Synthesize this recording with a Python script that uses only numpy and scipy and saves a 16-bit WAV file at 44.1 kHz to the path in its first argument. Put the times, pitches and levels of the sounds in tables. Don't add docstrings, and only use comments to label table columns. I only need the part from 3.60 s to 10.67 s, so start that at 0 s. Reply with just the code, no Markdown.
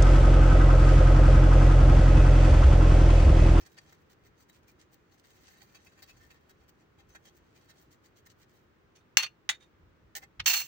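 import sys
import numpy as np
from scipy import signal
from scipy.fft import rfft, irfft, next_fast_len
from scipy.io import wavfile
from scipy.ndimage import uniform_filter1d

SR = 44100
rng = np.random.default_rng(int(sys.argv[2]) if len(sys.argv) > 2 else 0)


def dump_mix(stems):
    frames = np.atleast_2d(stems).T
    limited = np.clip(frames, -1, 1)
    pcm = np.round(limited * 32767).astype(np.int16)
    wavfile.write(sys.argv[1], SR, pcm)


N = 311771
SECONDS = np.arange(N) / SR


def undb(db):
    return 10 ** (np.asarray(db) / 20)


def level(x, db):
    return x * undb(db) / np.sqrt(np.mean(x ** 2))


def colour(x, points):
    size = 2 * next_fast_len(N // 2 + SR // 4)
    hz, db = np.transpose(points)
    bins_hz = np.arange(size // 2 + 1) * SR / size
    log_gain = np.interp(np.log(bins_hz + 1), np.log(hz), db) * np.log(10) / 20
    cepstrum = irfft(log_gain, size)
    cepstrum[1:size // 2] *= 2
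    cepstrum[size // 2 + 1:] = 0
    return irfft(rfft(x, size) * np.exp(rfft(cepstrum)), size)[..., :N]


def ring(x, hz, t60, turn=0.):
    shrink = np.exp(-np.log(1000) / (t60 * SR))
    step = 2 * np.pi * hz / SR
    gain = np.sqrt(1 - shrink ** 2)
    feed = [gain * np.sin(turn), gain * shrink * np.sin(step - turn)]
    return signal.lfilter(feed, [1, -2 * shrink * np.cos(step), shrink ** 2], x)


def walk(rate, count=N):
    k = int(SR / rate)
    steps = np.repeat(rng.standard_normal(count // k + 1), k)
    return 1.1 * uniform_filter1d(uniform_filter1d(steps, k), k)[:count]


def grit(spread_db, channels):
    sizes = undb(spread_db * np.minimum(rng.exponential(size=N), 6.5))
    return level(rng.standard_normal((channels, N)) * sizes, 0)


def sides(pan_db):
    return undb(np.array([pan_db, -pan_db]) / 2)


def patchy(x, rate, depth_db, count=8):
    edges_hz = np.linspace(2500, 12000, count)
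    lows = [signal.lfilter(*signal.butter(2, hz, fs=SR), x) for hz in edges_hz]
    slices = [high - low for low, high in zip([0 * x] + lows, lows + [x])]
    return level(sum(part * undb(depth_db * walk(rate)) for part in slices), 0)


def rubbing():
    # (time [s], relative scratch level [dB], rise [ms], length [ms], ring against scratch [dB],
    # favoured pitch of the ring [Hz], a loose choice for faint strokes)
    strokes = [(0.0, -65.5, 1.1, 46, 5, 5400), (0.052, -55.5, 14, 10, -3.5, 1630),
               (0.169, -56.5, 10, 14, -1.5, 1810), (0.264, -66.5, 21, 28, 3, 1350),
               (0.29, -72, 31, 40, -1, 1350), (0.324, -64, 1.5, 8.6, 1.5, 1810),
               (0.496, -63.5, 7.6, 36, -7, 800), (0.622, -68, 31, 37, 0, 1350),
               (0.766, -66.5, 25, 51, -7.5, 4570), (0.886, -58.5, 6.9, 16, -6.5, 3880),
               (0.917, -65, 26, 47, -9, 2500), (1.028, -78.5, 2.2, 16, 11, 1350),
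               (1.072, -65.5, 12, 34, -2.5, 5360), (1.189, -63, 8, 41, -4, 6960),
               (1.313, -66.5, 27, 17, -3.5, 790), (1.495, -73.5, 30, 44, 2, 810),
               (1.573, -66, 14, 25, -16, 2500), (1.635, -64, 5.8, 31, -7, 1810),
               (1.661, -65.5, 30, 42, -8, 6960), (1.878, -63.5, 2.8, 12, 5, 2500),
               (1.993, -61, 25, 24, -0.5, 4530), (2.144, -66, 3.3, 28.5, 9.5, 2430),
               (2.262, -71, 2.4, 19, 12.5, 2580), (2.32, -71, 3, 22, 5, 1350),
               (2.37, -67.5, 11, 37, 3.5, 2480), (2.421, -53, 1.8, 21, 0, 4470),
               (2.475, -57, 16, 27, 0, 2550), (2.563, -64, 6.3, 16, -2, 6300),
               (2.578, -71, 36, 54, 3, 1810), (2.702, -57.7, 4.8, 15, 3, 2530),
               (2.721, -70.5, 29, 37, -2, 1810), (2.889, -66, 10, 22, 1.5, 1630),
               (2.987, -73.5, 26, 40, 3, 800), (3.08, -64.5, 2.3, 25, -5, 1350),
               (3.176, -72.5, 34, 32, -1, 800), (3.378, -71.5, 15, 31, 6, 800),
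               (3.485, -74.5, 5.2, 96, 3, 6200), (3.547, -60.5, 2, 20.5, 8, 1660),
               (3.638, -59.5, 23, 36, -2.5, 6200), (3.733, -68, 36, 30, -8, 6300),
               (3.943, -65.5, 15, 37, -4, 800), (4.083, -60, 18.6, 22, 0.5, 3950),
               (4.142, -67, 29, 89, -5, 805), (4.307, -63, 8, 41, -5, 6960),
               (4.434, -61.5, 15, 35, -12, 6960), (4.555, -63.5, 15, 34, -8, 6300),
               (4.658, -56, 6.9, 12, -5.5, 1810), (4.68, -62, 27, 19, -18, 6300),
               (4.793, -61, 28, 24, -12, 2500), (4.881, -71, 24, 118, -8, 800),
               (6.5515, -39, 1, 34, -10.5, 2050), (6.616, -63.5, 13.3, 20.5, 10, 2020)]
    # (time [s], relative level [dB])
    stirring = [(0.0, -71), (0.18, -70.5), (0.34, -73), (0.74, -103), (1.15, -85), (1.58, -84), (1.77, -68),
                (2.55, -71.5), (3.17, -92), (3.76, -85), (4.03, -71), (4.3, -92), (4.7, -98.5), (5.0, -83),
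                (5.3, -104)]
    # (frequency [Hz], relative level per Hz [dB])
    scratch_colour = [(710, -37.5), (1200, -16), (1800, 1), (2630, -12.5), (2810, -4.5), (5350, -5.5),
                      (6100, -3.5), (9040, -11), (12000, -25), (15100, -6), (16300, -20)]
    # (frequency [Hz], t60 [s], relative level [dB])
    sieve_modes = [(802, 0.059, -2), (1350, 0.047, -13), (1646, .04, 1), (1814, 0.045, 4.5),
                   (2077, .03, 0.5), (2415, 0.021, -3.5), (2586, 0.055, -1.5), (3283, .04, -0.5),
                   (3874, 0.045, -2.5), (4415, .03, -3), (4600, .03, -4), (5440, 0.023, -4),
                   (6210, .03, -1), (6960, .03, -4), (7460, .025, -12), (8930, .025, -12.5),
                   (10660, 0.022, -20)]
    modes_hz = np.array(sieve_modes)[:, 0]
    hold_share = 0.51
    firm_db = -64.5
    light_pan_db, firm_pan_db = 1.5, -1

    stir = undb(np.interp(SECONDS, *np.transpose(stirring), right=-100) + 1.5 * walk(25)) ** 2
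    scratch = stir * np.ones((2, 1))
    wander = undb(-18.0 + 6 * walk(9.8))
    shake = np.array([np.roll(wander, k) * stir for k in rng.integers(N, size=len(sieve_modes))])
    for s, db, rise_ms, length_ms, ring_db, favoured_hz in strokes:
        hold_ms, fall_ms = hold_share * length_ms, (1 - hold_share) * length_ms
        pan_db = np.interp(db - firm_db, [-4, 4], [light_pan_db, firm_pan_db])
        pan_db += 1.6 * rng.standard_normal()
        i = slice(max(int((s - .04) * SR), 0), int((s + .22) * SR))
        ms = 1000 * (SECONDS[i] - s) - rise_ms
        short = np.maximum(-ms / rise_ms, 0) + np.maximum((ms - hold_ms) / fall_ms, 0)
        push = undb(db - 12.3 * short ** 1.3) ** 2
        scratch[:, i] += sides(pan_db)[:, None] ** 2 * push
        distance_db = 40 * np.abs(np.log2(modes_hz / favoured_hz))
        most_db = 12 + 4 * rng.standard_normal(len(sieve_modes))
        favour_db = ring_db + 1.5 - np.minimum(distance_db, most_db)
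        shake[:, i] += undb(favour_db)[:, None] ** 2 * push

    uneven = undb(1.9 * walk(300))
    hiss = patchy(colour(grit(4.5, channels=2), scratch_colour), 45, 4.05)
    out = undb(-1.8) * hiss * np.sqrt(scratch) * uneven
    grains = grit(3.0, channels=2) * uneven * np.sqrt(scratch / scratch.mean(axis=0))
    for (hz, t60, db), drive in zip(sieve_modes, np.sqrt(shake)):
        out += undb(db) * ring(grains * drive, hz, t60)
    return out


def hum():
    # (frequency [Hz], relative level per Hz [dB])
    room_colour = [(15, -32.5), (25, -11), (76, -2.5), (264, -11.5), (338, -7.5), (721, -18.5), (1030, -16),
                   (1420, -16), (2510, -23.5), (4940, -34), (6140, -35), (9480, -46.5), (13900, -52.5),
                   (15000, -37), (16300, -47)]
    alike_hz = 420
    mid, left, right = rng.standard_normal((3, N))
    ports = np.array([left, right])
    split = signal.butter(2, alike_hz, fs=SR, output="sos")
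    air = ports + signal.sosfilt(split, 1.16 * mid - 0.29 * ports)
    wavering = level(colour(air, room_colour), -62.5) * undb(.6 * walk(3))
    return signal.sosfilt(signal.butter(2, 95, "high", fs=SR, output="sos"), wavering)


def rumble():
    # (peak time [s], level [dB], length [s])
    swells = [(0.0, -58.5, 0.08), (0.667, -66, .1), (1.024, -70, .1), (2.604, -64, .25), (3.465, -66, .3),
              (3.8, -64, 0.084), (4.276, -66, .12), (5.295, -68.5, .12), (6.26, -60.5, .2),
              (6.448, -61, .1), (6.812, -49.5, .06)]
    far = rng.standard_normal(N) + .3 * rng.standard_normal((2, N))
    low_band = signal.butter(2, [43, 108], "band", fs=SR, output="sos")
    power = undb(-75 + 3.5 * walk(9)) ** 2
    for s, db, length in swells:
        power += undb(db) ** 2 * np.exp(-(3 * (SECONDS - s) / length) ** 2)
    return level(signal.sosfilt(low_band, far), 0) * np.sqrt(power)


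def spoon_touches(first, count):
    # (time [s], relative level [dB], rise [ms], chatter t60 [ms], treble against the rest [dB], place)
    touches = [(5.348, -68.5, 19, 116, 3.5, "rim"), (5.405, -76, 4, 71, -10, "well"),
               (5.570, -17, 0.25, 55, -1, "lift"), (5.585, -30, 3, 153, -11, "lift"),
               (5.600, -32.5, 1.1, 53, -6, "lift"), (5.624, -36.5, 6.2, 52, 1, "rim"),
               (5.632, -29, 0.56, 75, -16, "rim"), (5.661, -41.5, 3.4, 40, -26, "lift"),
               (5.8907, -24.5, 0.6, 52, -1.2, "well"), (5.895, -30.5, 1.2, 47, -0.5, "well"),
               (5.907, -40, 2.2, 109, -14, "well"), (5.944, -59.5, 4.4, 29, -6, "graze"),
               (5.999, -70.5, 12, 120, -3, "graze"), (6.020, -69.5, 8.9, 100, 0, "graze"),
               (6.795, -29, 8.1, 31, -51, "heap"), (6.838, -66, 7.3, 60, 1.2, "lift"),
               (6.858, -27, 4.7, 144, 3.5, "slide"), (6.877, -34.5, 2.2, 230, 7.5, "slide"),
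               (6.896, -31, 1.4, 190, 1, "slide"), (6.930, -36, 5.4, 273, 7.5, "slide"),
               (6.939, -25.5, 0.76, 62, -5.5, "lift"), (6.961, -38, 8.9, 92, 5, "slide"),
               (6.990, -40.5, 15.5, 36, 4.5, "slide"), (7.013, -38, 3.8, 35, 0, "lift")]
    places = {"lift": (-4.5, -3, -15, 1.6), "rim": (-18.5, 3.5, -19, -3), "well": (-24.5, -14, 3.5, -2),
              "heap": (-24, -12, -9.5, -0.5), "graze": (-18, -5, 6.5, -6), "slide": (3, -34, -10.5, -3)}
    push = np.zeros((5, 2, count))
    blows = (grit(2.03, channels=1) * undb(1.2 * walk(400)))[:, first:]
    for s, db, rise_ms, t60_ms, treble_db, place in touches:
        spoon_db, rim_db, well_db, pan_db = places[place]
        start = int(s * SR) - first
        i = slice(start, start + SR // 3)
        ms = 1000 * (np.arange(count)[i] - start) / SR
        rise = np.sin(np.pi / 2 * np.minimum(ms / rise_ms, 1))
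        force = rise * np.exp(-np.log(1000) * np.maximum(ms - rise_ms, 0) / t60_ms)
        shares = undb(db + np.array([0, treble_db, spoon_db, rim_db, well_db]))
        added = shares[:, None, None] * sides(pan_db)[:, None] * force
        push[:, :, i] = np.hypot(push[:, :, i], added)
        blows[:, start + int(rise_ms * SR / 1000)] = undb(13) * np.exp(-rise_ms / 1.6)
    return push, blows


def spoon():
    # (frequency [Hz], relative level per Hz [dB])
    grate_colour = [(350, -53.5), (600, -17.5), (2290, -2), (2710, 0.5), (3980, -7.5), (4270, -6),
                    (4640, -9), (6200, -2), (10900, -32.5), (15400, -20.5), (16300, -15)]
    # (frequency [Hz], t60 [s], relative level [dB], left minus right [dB])
    spoon_modes = [(1177, .07, -23, 4), (2740, .07, 2, 5), (2930, 0.12, -13.5, 2.5), (4304, .08, -0.5, -8),
                   (4359, 0.07, -7.5, -1), (5040, .1, -16, 1.5), (6050, .08, -8, -3.5),
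                   (5960, .07, -9.5, -9), (6330, 0.09, -14, 1.5), (7407, .09, -8.5, -5.5),
                   (8810, 0.066, -17.5, 10.5), (9980, 0.043, -15.5, 6), (12100, .08, -23.5, -2),
                   (12640, .1, -23, -2), (13430, .1, -26, 0.5), (14390, .08, -17.5, -2.5),
                   (14925, .06, -9, -5.5), (15355, .07, -15.5, -1), (15520, 0.05, -9, -3.5)]
    rim_modes = [(586, 0.068, -23, -5.5), (1247, 0.053, -16, 6.5), (2485, .05, -6.5, 3),
                 (3530, .06, -7.5, -1.5), (4400, 0.062, -1.5, -2), (5520, .05, -14, -1),
                 (6060, 0.055, -5, -8), (7980, 0.05, -16, 0), (10100, .06, -14.5, 8)]
    well_modes = [(731, .06, -29.5, -2), (915, .06, -21, -3.5), (1730, .05, -14, 3),
                  (2000, 0.028, -4.5, 4.5), (2330, 0.05, -11.5, 0), (3450, .06, -10.5, -2),
                  (3685, 0.055, 3.5, 3), (5530, .06, -14, -0.5), (6810, .06, -10, 2.5),
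                  (7047, .05, -17, -4.5), (8490, .04, -8.5, 1.5), (10500, .05, -28, 0)]
    first = int(5.2 * SR)
    count = N - first
    push, blows = spoon_touches(first, count)
    grate = level(colour(grit(2.8, channels=2), grate_colour), 2.8) * undb(2.2 * walk(350))
    grate = grate[:, first:]

    bright = push[1, 0] / (push[0, 0] + 1e-9)
    low = signal.sosfilt(signal.butter(4, 4800, fs=SR, output="sos"), grate)
    middle = signal.sosfilt(signal.butter(4, 9000, fs=SR, output="sos"), grate)
    out = push[0] * (low + bright ** 0.28 * (middle - low) + bright * (grate - middle))
    for modes, drive in zip((spoon_modes, rim_modes, well_modes), push[2:] * blows):
        for hz, t60, db, pan_db in modes:
            turns = rng.standard_normal(2) * min(hz / 6000, 1.3)
            treble = bright ** np.clip(np.log2(hz / 4000) / 1.3, 0, 1)
            fed = drive * undb(1.8 * walk(70, count=count)) * treble
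            rung = np.array([ring(f, hz, t60, turn) for f, turn in zip(fed, turns)])
            out += undb(db) * sides(pan_db)[:, None] * rung
    out = signal.sosfilt(signal.butter(4, 720, "high", fs=SR, output="sos"), out)
    return np.pad(out, ((0, 0), (first, 0)))


def nearby(x, t60, db):
    t = np.arange(SR // 4) / SR
    fading = rng.standard_normal((2, len(t))) * np.exp(-np.log(1000) * t / t60)
    echo = level(fading, db) / np.sqrt(len(t))
    return x + signal.oaconvolve(x.mean(axis=0, keepdims=True), echo, axes=1)[:, :N]


def scene():
    return nearby(rubbing(), 0.055, -5.5) + hum() + rumble() + nearby(spoon(), .05, -8)


def record(dry):
    # (frequency [Hz], gain [dB])
    port_gain = [(12500, -1), (14300, -2.5), (15200, 5.5), (15900, 6)]
    top_cut = signal.ellip(10, .2, 80, 15800, fs=SR, output="sos")
    return signal.sosfilt(top_cut, colour(dry, port_gain))


dry = scene()
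out = record(dry)
dump_mix(out)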